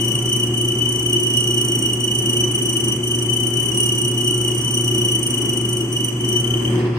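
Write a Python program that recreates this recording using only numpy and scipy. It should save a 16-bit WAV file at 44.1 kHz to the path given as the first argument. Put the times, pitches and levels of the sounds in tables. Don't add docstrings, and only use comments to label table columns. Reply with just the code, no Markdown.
import sys
import numpy as np
from scipy import signal
from scipy.fft import rfft, irfft, next_fast_len
from scipy.io import wavfile
from scipy.ndimage import map_coordinates

SR = 44100
rng = np.random.default_rng(int(sys.argv[2]) if len(sys.argv) > 2 else 0)


def unload_wav(signal):
    wavfile.write(
        sys.argv[1],
        SR,
        np.round(np.clip(np.atleast_2d(signal).T, -1, 1) * 32767).astype(np.int16),
    )


N = 307818
TIME = np.arange(N) / SR
SIDES = np.array([[.5], [-.5]])


def amp(db):
    return 10 ** (np.asarray(db) / 20)


def unit(x):
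    return x / np.sqrt(np.mean(x ** 2) + 1e-20)


def along(points, hz):
    f, values = np.transpose(points)
    return np.interp(np.log(hz + 1), np.log(f + 1), values)


def curves(rows):
    times, *columns = np.transpose(rows)
    return [np.interp(TIME, times, column) for column in columns]


def wobble(rate):
    return map_coordinates(rng.standard_normal(int(N * rate / SR) + 4), [TIME * rate])


def filtered(x, response):
    size = next_fast_len(N + SR // 2)
    return irfft(rfft(x, size) * response(np.fft.rfftfreq(size, 1 / SR)), size)[..., :N]


# f/Hz, likeness
LIKENESS = [(60, 1), (150, 1), (300, 0.86), (640, 0.49), (1400, 0.1), (4000, 0.01)]
# f/Hz, level/dB
BALANCE = [(60, 2), (200, -1.2), (380, 2.5), (700, 1), (2400, -0.5), (4400, -0.5), (8100, -3.5), (15000, 4)]
def stereo_noise(gain):
    def spread(hz):
        angle = np.arccos(np.clip(along(LIKENESS, hz), -1, 1)) / 2
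        return gain(hz) * [np.cos(angle), np.sin(angle)]
    mid, side = filtered(rng.standard_normal((2, N)), spread)
    return filtered(np.array([mid + side, mid - side]), lambda hz: amp(along(BALANCE, hz) * SIDES))


# f/Hz, level/dB
ROAR_SPECTRUM = [(20, -40), (45, -23), (60, -9), (150, 6), (450, 0), (700, -5.5), (1100, -4), (1400, -11),
                 (2600, -8.5), (3400, -11), (3700, -88), (5000, -19.5), (16000, -63)]
# f/Hz, width/Hz, boost/dB
CABINET_RINGS = [(70.6, 21, 14.5), (131.1, 17, 15.5), (205.5, 32, 10), (255.5, 37, 11.5), (288, 30, 10.5),
                 (339.7, 50.5, 18), (392.7, 25, 12.5), (427, 14, 8)]
def roar():
    def boost(f):
        return sum(amp(db) ** 2 / (1 + (2 * (f - hz) / width) ** 2) ** 2
                   for hz, width, db in CABINET_RINGS)
    pull = 1 + 0.044 * np.sin(2 * np.pi * 120 * TIME)
    return pull * stereo_noise(lambda f: amp(along(ROAR_SPECTRUM, f)) * np.sqrt(1 + boost(f)))


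HUM_PITCHES = [120, 240, 360, 480, 566, 744, 1170, 1369, 4951]
# level/dB, wander/dB
HUM_LEVELS = [(-1, 0.1), (-12, 2.5), (-6, 2), (-25, 1.5), (-29, 2), (-30, 2.5), (-30.5, 1.5), (-33.5, 4),
              (-41.5, 4)]
def hum():
    out = np.zeros((2, N))
    for hz, (db, wander_db) in zip(HUM_PITCHES, HUM_LEVELS):
        phase = 2 * np.pi * hz * TIME + 0.3 * wander_db * wobble(4.9) + rng.uniform(0, 2 * np.pi)
        lead = np.arccos(np.clip(along(LIKENESS, hz), 0, 1)) / 2
        gain = amp(db + wander_db * wobble(9) + along(BALANCE, hz) * SIDES)
        out += gain * np.sqrt(2) * np.sin(phase + lead * SIDES)
    return out


# t/s, hum gain/dB, roar gain/dB
BACKGROUND_RISE = [(0, 0, 0.5), (6.42, 0, 0), (6.56, 6, 2), (6.66, -0.5, 2.5), (6.74, 5, 3.5),
                   (6.85, 3.5, 4.5), (6.98, 3, 1.5)]
def background(hum_db=-25, roar_db=-23):
    hum_rise, roar_rise = curves(BACKGROUND_RISE)
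    tones, noise = hum(), roar()
    return (amp(hum_db + hum_rise + wobble(7)) * tones
            + amp(roar_db + roar_rise + 0.8 * wobble(6.2)) * noise)


# f/Hz, fade time/s
ROOM_FADE = [(200, 0.32), (3000, 0.44), (9000, 0.076), (15000, 0.18)]
def workshop(x, size=SR // 2):
    starts = np.arange(0, N + size, size // 2)
    hz, t, noise = signal.stft(rng.standard_normal((len(starts), 2, size)), SR, nperseg=256)
    fade = amp(-60 * t / along(ROOM_FADE, hz)[:, None])
    tails = signal.istft(noise * fade, SR, nperseg=256)[1]
    padded = np.pad(x, (size // 2 + 200, 2 * size))
    out = np.zeros((2, N + 4 * size))
    for i, tail in zip(starts, tails):
        piece = np.sqrt(np.hanning(size)) * padded[i:i + size]
        answer = signal.fftconvolve(piece[None], tail / np.linalg.norm(tail[0]), axes=1)
        out[:, i:i + answer.shape[1]] += answer
    return out[:, size // 2:][:, :N]


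# delay/s, level/dB
WALL_BOUNCE = [(0.0066, -3), (.0072, -6.5)]
def wall_echo(x):
    return np.array([amp(db) * np.pad(x, (round(delay * SR), 0))[:N] for delay, db in WALL_BOUNCE])


def humps(times, db, peak, rise, fall):
    kicks = np.zeros(N)
    kicks[(times * SR).astype(int)] = amp(db)
    t = np.arange(-SR // 20, SR // 20 + 1) / SR - peak
    hump = 1 / (np.exp(-t / rise) + np.exp(t / fall))
    return np.abs(signal.fftconvolve(kicks, hump / hump.max(), "same"))


# f/Hz, level/dB
HISS_SPECTRUM = [(3600, -87), (4300, -18.5), (5000, -13.5), (5500, -27), (6100, 1.5), (7100, -9.5),
                 (8200, 0.5), (9000, -1.5), (9700, -28.5), (10700, -19), (11800, -14), (13300, -23),
                 (14700, -19.5), (15800, -26)]
def rubbing(times, overtone_db, db=-39, leave_s=6.715, fade_db_per_s=72):
    pulses = unit(humps(times, overtone_db, peak=0.00061, rise=0.0047, fall=0.0026))
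    bite_db = np.interp(TIME, times, np.maximum(overtone_db - np.median(overtone_db), -12))
    fade_db = fade_db_per_s * np.maximum(TIME - leave_s, 0)
    hiss = unit(stereo_noise(lambda hz: amp(along(HISS_SPECTRUM, hz))))
    return amp(db + 0.13 * bite_db - fade_db) * (1 + 0.4 * pulses) * hiss


# f/Hz, level/dB
RASP_SPECTRUM = [(300, -11), (600, -9), (850, -5), (1000, 6), (1300, -14.5), (1800, -1.5), (2400, -17.5),
                 (2880, -6), (3200, -18), (5200, -14.5), (6000, -37)]
# t/s, level/dB
DRAG_LEVEL = [(0, -100), (6.3, -51.5), (6.5, -48), (6.7, -43), (6.8, -36.5), (6.86, -35), (6.92, -43),
              (6.98, -35)]
def dragging():
    rasp = unit(stereo_noise(lambda hz: amp(along(RASP_SPECTRUM, hz))))
    return amp(curves(DRAG_LEVEL)[0] + 2.3 * wobble(40)) * rasp


# f/Hz, width/Hz, level/dB
BAR_NOTE = (2885, 5.4, 0.75)
def bar_ring(x):
    hz, width, db = BAR_NOTE
    return filtered(x, lambda f: amp(db) * 1j * f * width / (hz * hz - f * f + 1j * f * width))


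# t/s, grabs so far
GRAB_COUNT = [(0.0147, 0), (0.4013, 11), (0.6867, 19), (1.5464, 44), (1.8273, 52), (2.8065, 79),
              (3.0038, 84), (3.3365, 93), (3.5732, 100), (3.8937, 111), (4.0186, 115), (4.3124, 124),
              (4.5518, 131), (4.7779, 138), (5.1565, 149), (5.4967, 158), (6.0481, 172), (6.2916, 178),
              (6.4036, 181), (6.4454, 182), (6.5737, 186), (6.7849, 194)]
# t/s, overtone level/dB, base note level/dB, f/Hz
DRILL_BITE = [(0, -22, -20.5, 2971), (0.7, -24, -21.5, 2991), (1.5, -21.5, -21, 2968),
              (2.8, -21, -21, 2975), (3.499, -23.5, -21.5, 2998), (3.85, -19.5, -22.5, 2959),
              (4.501, -22, -21.5, 2968), (5.15, -20, -22.5, 2972), (5.6, -23.5, -22.5, 2970),
              (6.101, -23, -21.5, 2957), (6.381, -24, -20.5, 2997), (6.519, -35, -17.5, 3038),
              (6.61, -39.5, -28.5, 3022), (6.67, -37, -19.5, 3022), (6.71, -42, -36.5, 3060),
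              (6.76, -42.5, -26, 3070), (6.79, -41, -35.5, 3046)]
# t/s, length/s, overtone loss/dB
WEAK_SPELLS = [(0.205, 0.071, 6.5), (0.511, 0.057, 18.5), (0.759, 0.059, 5.5), (1.03, 0.026, 2.5),
               (1.234, 0.033, 1.5), (1.34, 0.026, 2), (1.475, 0.026, 0), (1.973, .03, 14.5),
               (2.088, 0.045, 4), (2.237, 0.026, 8.5), (2.495, 0.044, 17), (2.999, 0.063, 18.5),
               (3.267, 0.073, 8), (3.519, 0.048, 4), (3.722, 0.064, 9), (3.918, .03, 3),
               (4.163, 0.025, 6.5), (4.602, 0.047, 4.5), (4.977, 0.023, 2), (5.631, 0.065, 7.5),
               (5.792, 0.058, 5), (5.874, 0.063, 24.5), (6.01, 0.054, 3), (6.167, 0.12, 19.5)]
# t/s, base note gain/dB
HARD_GRABS = [(0.33, 2), (1.135, 3.5), (1.376, 3.5), (1.62, 4), (1.862, 3), (2.045, 0), (2.3, 2),
              (2.41, 3.5), (2.443, 2), (2.697, 4), (3.865, 2.5), (3.896, 3), (3.988, 3), (4.214, 4.5),
              (4.281, 2.5), (4.747, 3.5), (5.158, 3), (5.497, 3.5), (6.049, 2.5), (6.542, 1.5)]
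def chatter():
    row_times, count = np.transpose(GRAB_COUNT)
    times = np.interp(np.arange(count[-1] + 1), count, row_times)
    bite_times, bite_overtone_db, bite_note_db, bite_hz = np.transpose(DRILL_BITE)
    loss_db = sum(db * np.exp(-(2 * (times - t) / length) ** 2) for t, length, db in WEAK_SPELLS)
    hard_db = sum(db * (np.abs(times - t) < .014) for t, db in HARD_GRABS)
    luck = rng.standard_normal((len(times), 2))
    overtone_db = np.interp(times, bite_times, bite_overtone_db) - 2.5 * np.abs(luck[:, 0])
    overtone_db += 0.61 * hard_db - loss_db
    note_db = np.interp(times, bite_times, bite_note_db) + 1.2 * luck[:, 1]
    note_db += hard_db - 0.47 * loss_db
    return times, overtone_db, note_db, np.interp(TIME, bite_times, bite_hz)


# multiple of the base note, level/dB, left minus right/dB,
# left lead/rad, sharpness (0 = swells with the base note, 1 = follows the grab's short spike)
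SQUEAL_OVERTONES = [(2, -12, -8.5, 1.25, 0.31), (3, -2, -13.5, 1.68, 1), (4, -18, 0, 1.16, 0.42),
                    (5, -18, 2, 1.8, 0.67)]
def squeal(times, overtone_db, note_db, pitch_hz, ease_s=6.43):
    light = times > ease_s
    note = humps(times[~light], note_db[~light] + 2.5, peak=0.0044, rise=0.014, fall=0.002)
    note += humps(times[light], note_db[light] + 5, peak=0.0016, rise=0.0034, fall=0.00083)
    spike = humps(times, overtone_db + 1.5, peak=0.0006, rise=0.0029, fall=0.001)
    pull = humps(times, (overtone_db + 24) / 4, peak=-0.00037, rise=0.0036, fall=0.003)
    hz = pitch_hz + 22 - 50 * pull + 15 * wobble(150) + 6 * wobble(20)
    phase = 2 * np.pi * np.cumsum(hz) / SR
    out = note * amp(2.64 * wobble(200) + 3.9 * SIDES) * np.sin(phase + 1.79 * SIDES)
    for multiple, db, pan_db, lead, sharpness in SQUEAL_OVERTONES:
        smear = 0.056 * multiple * wobble(1100)
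        swell = spike ** sharpness * note ** (1 - sharpness)
        gain = amp(db + 1.5 + 2.6 * wobble(300) + pan_db * SIDES)
        out += swell * gain * np.sin(multiple * phase + smear + lead * SIDES)
    return out + bar_ring(out)


def scene():
    times, overtone_db, note_db, pitch_hz = chatter()
    drill = squeal(times, overtone_db, note_db, pitch_hz)
    echoes = wall_echo(drill.mean(0)) + amp(-4.5) * workshop(drill[1])
    return drill + echoes + rubbing(times, overtone_db) + dragging() + background()


def record(dry, top_hz=15830):
    return filtered(dry, lambda hz: hz < top_hz)


dry = scene()
out = record(dry)
unload_wav(out)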